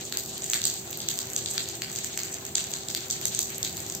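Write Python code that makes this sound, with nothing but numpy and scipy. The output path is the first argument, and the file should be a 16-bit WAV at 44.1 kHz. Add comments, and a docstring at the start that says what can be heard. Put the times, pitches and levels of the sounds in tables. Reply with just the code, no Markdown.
"""Under a roof, a stereo microphone faces a hard wet floor. From the start, rain hisses further off,
a distant machine hums over a low rumble, and small drops patter. Then big drops of runoff from the
roof edge splat close by: each a millisecond crack, followed by flying droplets and the slap of the
roof and walls. Sharp drips fall between them, and near the end the bass of the rumble swells."""
import sys
import numpy as np
from scipy import signal
from scipy.fft import rfft, irfft
from scipy.io import wavfile

SR = 44100
rng = np.random.default_rng(int(sys.argv[2]) if len(sys.argv) > 2 else 0)


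def unload_audio(sound):
    """Save the sound as a 16-bit wav file, at the path given as the first command line argument."""
    columns = np.transpose(np.atleast_2d(sound))
    # keep every value between -1 and 1, then stretch to whole-number steps
    steps = np.round(np.clip(columns, -1, 1) * 32767)
    wavfile.write(sys.argv[1], SR, steps.astype(np.int16))


N = 176400


def from_db(db):
    """Decibels to gain."""
    return 10 ** (np.asarray(db) / 20)


def rms_one(x):
    """Scale to rms 1."""
    return x / np.sqrt(np.mean(x ** 2) + 1e-20)


def at_hz(points, hz):
    """Read a table on a log-frequency axis."""
    f, value = np.transpose(points)
    return np.interp(np.log(hz + 1e-9), np.log(f), value)


def drift(rate_hz):
    """Slow random wander with a spread of 1."""
    pole = np.exp(-80 * np.pi * rate_hz / SR)
    slow = signal.lfilter([1], [1, -2 * pole, pole * pole], rng.standard_normal(N // 40 + 2002))[2000:]
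    return np.interp(np.arange(N) / 40, np.arange(len(slow)), rms_one(slow))


# Open air at the microphone. Each row: frequency in Hz, correlation of left and right.
AIR_CORRELATION = [(60, 0.99), (300, 0.89), (550, 0.48), (800, 0.43), (1300, -0.11), (2500, -0.057)]

def air_noise(spectrum, flicker_db):
    """Outdoor noise at rms 1, centred in the bass and wide in the treble; each octave flickers alone."""
    hz = np.arange(N // 2 + 1) * SR / N
    mid, side = rfft(rng.standard_normal((2, N))) * from_db(at_hz(spectrum, hz))
    alike = at_hz(AIR_CORRELATION, hz)
    stereo = np.sqrt(1 + alike) * mid + np.sqrt(1 - alike) * side * [[1], [-1]]
    octave = np.log2(hz + 1)
    bands = (irfft(stereo * np.maximum(1 - abs(octave - k), 0), N) for k in range(4, 15))
    return rms_one(sum(band * from_db(flicker_db * drift(12)) for band in bands))


# Rain beyond the roof. Each row: frequency in Hz, relative spectral level in dB.
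RAIN_SPECTRUM = [(1000, -7.5), (1600, -2.5), (2500, -2), (4200, 2.5), (5300, -4.5), (7300, 7.5), (8600, 0),
                 (12000, -9), (15500, -7.5)]

def rain():
    """Further off, the rain blurs into a flickering hiss."""
    return from_db(-39) * air_noise(RAIN_SPECTRUM, flicker_db=4)


# The rumble outside. Each row: frequency in Hz, relative spectral level in dB.
RUMBLE_SPECTRUM = [(15, -40), (42, -40), (65, -6), (125, 1.5), (190, -1), (270, -6.5), (400, -6),
                   (580, -10), (760, -8), (1000, -15), (2000, -24)]
# The swell of its bass. Each row: time in seconds, gain in dB.
BASS_SWELL = [(0, 0.5), (2.75, 0), (3.5, 1.5), (3.75, 6.5), (4, 1)]

def rumble(bass_edge_hz=270):
    """Low outdoor noise whose bass swells near the end."""
    noise = from_db(-44.5) * air_noise(RUMBLE_SPECTRUM, flicker_db=1.2)
    bass = signal.sosfiltfilt(signal.butter(2, bass_edge_hz, fs=SR, output="sos"), noise)
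    swell = from_db(np.interp(np.arange(N) / SR, *np.transpose(BASS_SWELL)))
    return noise + bass * (swell - 1)


# A machine in the distance. Each row: pitch in Hz, relative level in dB, pitch wander in Hz.
MACHINE_TONES = [(119.6, -59, 1), (249.8, -57.5, .6), (339.8, -53, 3.5), (387.5, -50, .3), (519.3, -62, .6),
                 (649.6, -62.5, .8), (677.2, -62.5, 2), (775, -61.5, .6)]

def machine_hum():
    """Distant tones, dead centre; the more a tone wanders in pitch, the more its level wavers."""
    t, hum = np.arange(N) / SR, np.zeros(N)
    for hz, db, wander_hz in MACHINE_TONES:
        waver = 1 + .18 * wander_hz * drift(11.4)
        cycles = hz * t + np.cumsum(wander_hz * drift(9.34)) / SR
        hum += from_db(db - .5) * rms_one(waver * np.sin(2 * np.pi * cycles))
    return hum


# The voices of a drop hitting the floor: crack, plop, slap and tick.
# Each row: low edge in Hz, high edge in Hz, gain in dB, further gain toward roof and walls in dB.
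IMPACT_VOICES = [(6000, 8100, .5, -4.5), (1500, 2900, 0, .5), (3300, 4800, .5, -1.5),
                 (11600, 15500, 2.5, -3)]

def impacts(drops, size=640, level_window_s=.0021):
    """Each drop (a row as in BIG_DROPS) is a burst with a wet tail. Returns voices x channels x N."""
    count, t = len(drops), np.arange(size) / SR
    noise = rng.standard_normal((count, 3, size))
    decay_s = .0006 * from_db(.3 * drops[:, 2, None, None])  # the more plop, the longer the burst
    wet_tail = from_db(-22) * np.exp(-t / (10 * decay_s))
    burst = (noise[:, :1] + noise[:, 1:]) * (np.exp(-t / decay_s) + wet_tail)
    lag, pan = rng.standard_normal((2, count, 1))
    sides = np.array([.5, -.5])
    arrival_s = drops[:, :1] + sides * (25e-6 + 10e-6 * lag)  # left hears it a little after right
    place = np.maximum(arrival_s * SR, 0).astype(int)[:, :, None] + np.arange(size)
    voices, plop, tick = [], 1, 3
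    for k, (low_hz, high_hz, gain_db, _) in enumerate(IMPACT_VOICES):
        band = signal.butter(2 if k == plop else 3, [low_hz, high_hz], "band", fs=SR, output="sos")
        wave = signal.sosfilt(band, burst)
        wave /= np.sqrt((wave ** 2).sum(2, keepdims=True) / (level_window_s * SR))
        db = drops[:, 1] + gain_db + (drops[:, k + 1] if k else 0)
        pan_db = .8 * pan - (3 if k == tick else 0)  # ticks lean right
        wave *= from_db(db[:, None] + pan_db * sides)[:, :, None]
        voices.append([np.bincount(place[:, c].ravel(), wave[:, c].ravel(), N)[:N] for c in range(2)])
    return np.array(voices)


def patter(count=1200, per_second=55):
    """Small drops fall at random, each with its own level and its own mix of plop, slap and tick."""
    start_s = np.cumsum(rng.exponential(1, count)) / per_second
    crack_db = -40 + 8 * np.minimum(rng.standard_normal(count), 1)
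    colour_db = np.array([-20.5, -12.5, -11.5]) + 6.5 * np.minimum(rng.standard_normal((count, 3)), 1)
    return np.column_stack([start_s, crack_db, colour_db])[start_s < N / SR]


# Runoff landing close to the microphone. Each row: start in seconds, relative crack level in dB,
# then plop, slap and tick in dB against the crack, before the gains of the voices.
BIG_DROPS = [(0.124, -28, -4.5, 1.5, -5), (0.1717, -20, -21, -8, -3.5), (0.4995, -19, -39, -22, -13),
             (0.534, -18.5, -4.5, -1, -8.5), (0.542, -18.5, -16, -8.5, -16), (0.6168, -27.5, -14, 1, -6),
             (0.64, -19.5, -21, -7, -22), (0.653, -14, -22, -9, -10.5), (0.929, -31, -11, -2, -10),
             (1.0035, -29, -29, -1.5, -14), (1.0868, -17, -18.5, -6.5, -12), (1.189, -21, -19, -7, -12),
             (1.363, -16, -24.5, -13, -17), (1.4595, -24.5, -13.5, -0.5, -25), (1.5791, -23, -4.5, 4, -11),
             (1.8197, -27, -0.5, 0.5, -8), (1.9599, -24.5, -18, -8.5, -20), (2.045, -22, -16, -13.5, -13.5),
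             (2.175, -21.5, -9, -14, -11), (2.19, -36, 0, 5.5, -5), (2.2336, -24, -15, -16, -12),
             (2.5543, -13.5, -20, -7.5, -29), (2.5814, -23.5, -7.5, -3, -22), (2.7368, -22, -16.5, -6, -23),
             (2.885, -25.5, -14.5, -3.5, -15), (2.9486, -22.5, -10.5, 0, -7),
             (3.1025, -20.5, -41, -10.5, -14), (3.1095, -19, -28, -9.5, -20), (3.2135, -30.5, -7, -6, -6),
             (3.2545, -14.5, -27, -13.5, -10.5), (3.3484, -19.5, -31, -21, -25),
             (3.3908, -14, -32, -13, -10.5), (3.6293, -19.5, -29, -7.5, -10), (3.6485, -26, -7.5, 0.5, -12)]

def splats(room_share=.75):
    """Big drops as the microphone hears them, and as the room does: part of their variety is aim."""
    drops = np.array(BIG_DROPS, float)
    typical_db = drops[:, 1:].mean(0)
    outward_db = typical_db + room_share * (drops[:, 1:] - typical_db)
    return impacts(drops), impacts(np.column_stack([drops[:, 0], outward_db]))


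def spray(per_splat=5, delay_s=.012, flight_s=.045):
    """Every splat throws a few quieter droplets that land just after it."""
    droplets = np.repeat(np.array(BIG_DROPS, float), per_splat, axis=0)
    droplets[:, 0] += delay_s + flight_s * rng.exponential(1, len(droplets))
    droplets[:, 1] += -17.5 + rng.standard_normal(len(droplets))
    return droplets


# First reflections off roof and walls. Each row: delay after the impact in seconds, gain in dB.
REFLECTIONS = [(0.0114, -12), (0.0175, -7.5), (0.0263, -7.5)]

def roof_and_walls(roof_delay_s=.0071, build_s=.0032, early_t60_s=.19, late_t60_s=1):
    """Response of the roofed space: a gap, a few reflections, then a short grainy tail."""
    t = np.arange(SR // 2) / SR
    age = np.maximum(t - roof_delay_s, 0)
    decay = from_db(-60 * age / early_t60_s) + from_db(-16 - 60 * age / late_t60_s)
    grain_db = 3.5 * np.repeat(rng.uniform(-1.6, 1, len(t)), 32)[:len(t)]
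    envelope = (1 - np.exp(-age / build_s)) * decay * from_db(grain_db)
    response = rng.standard_normal((2, len(t))) * envelope / np.sqrt(np.sum(envelope ** 2))
    for delay_s, db in REFLECTIONS:
        response[[0, 1], int(delay_s * SR) + rng.integers(-12, 12, 2)] += from_db(db)
    return response


# Drips on bare floor. Each row: start in seconds, relative crack level in dB, tick in dB against it.
SHARP_DRIPS = [(0.4208, -28, -12), (0.4419, -23, -14), (0.5165, -25, -9), (0.6714, -19, -18),
               (0.6996, -25, -15), (0.9104, -37, 5), (0.9729, -37, 7), (1.333, -28, -6), (1.5111, -25, -15),
               (1.6879, -27, -11), (1.9875, -24, -19), (2.3423, -26, -12), (2.4514, -28, -8),
               (2.5519, -20.5, -21), (2.6411, -26, -14), (3.4299, -24, -11), (3.5032, -34, -1),
               (3.5816, -30, -1), (3.7693, -29, -6), (3.8027, -32, -3), (3.8992, -25, -11),
               (3.9496, -25, -11)]

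def drips(plop_db=-23, slap_db=-15):
    """Sharp drips throw no spray and have hardly any plop."""
    start_s, crack_db, tick_db = np.transpose(SHARP_DRIPS)
    return np.column_stack([start_s, crack_db, np.tile([plop_db, slap_db], (len(start_s), 1)), tick_db])


def scene():
    """From under the roof: near drops and their reflections, with rain, rumble and hum beyond."""
    background = rain() + rumble() + machine_hum()
    response = roof_and_walls()
    direct, scattered = splats()
    sharp = impacts(drips())
    small = impacts(np.vstack([spray(), patter()]))
    outward = scattered + small + from_db(-2.5) * sharp
    to_room = sum(from_db(room_db) * voice for voice, (*_, room_db) in zip(outward, IMPACT_VOICES))
    reflected = signal.fftconvolve(to_room, response, axes=1)[:, :N]
    return (direct + sharp + small).sum(0) + reflected + background


def record(dry, ceiling=.7, notch_hz=(8400, 11700), treble_edge_hz=15500, cutoff_hz=16600):
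    """Peaks are rounded; the treble has a deep dip around 10 kHz and the top is cut."""
    rounded = ceiling * np.tanh(dry / ceiling)
    notched = signal.sosfilt(signal.cheby1(4, .5, notch_hz, "bandstop", fs=SR, output="sos"), rounded)
    dulled = signal.sosfilt(signal.cheby1(8, .5, treble_edge_hz, fs=SR, output="sos"), notched)
    leak = from_db(-24) * rounded  # sets the floor of the dip
    return signal.sosfilt(signal.ellip(8, .3, 75, cutoff_hz, fs=SR, output="sos"), dulled + leak)


dry = scene()
out = record(dry)
unload_audio(out)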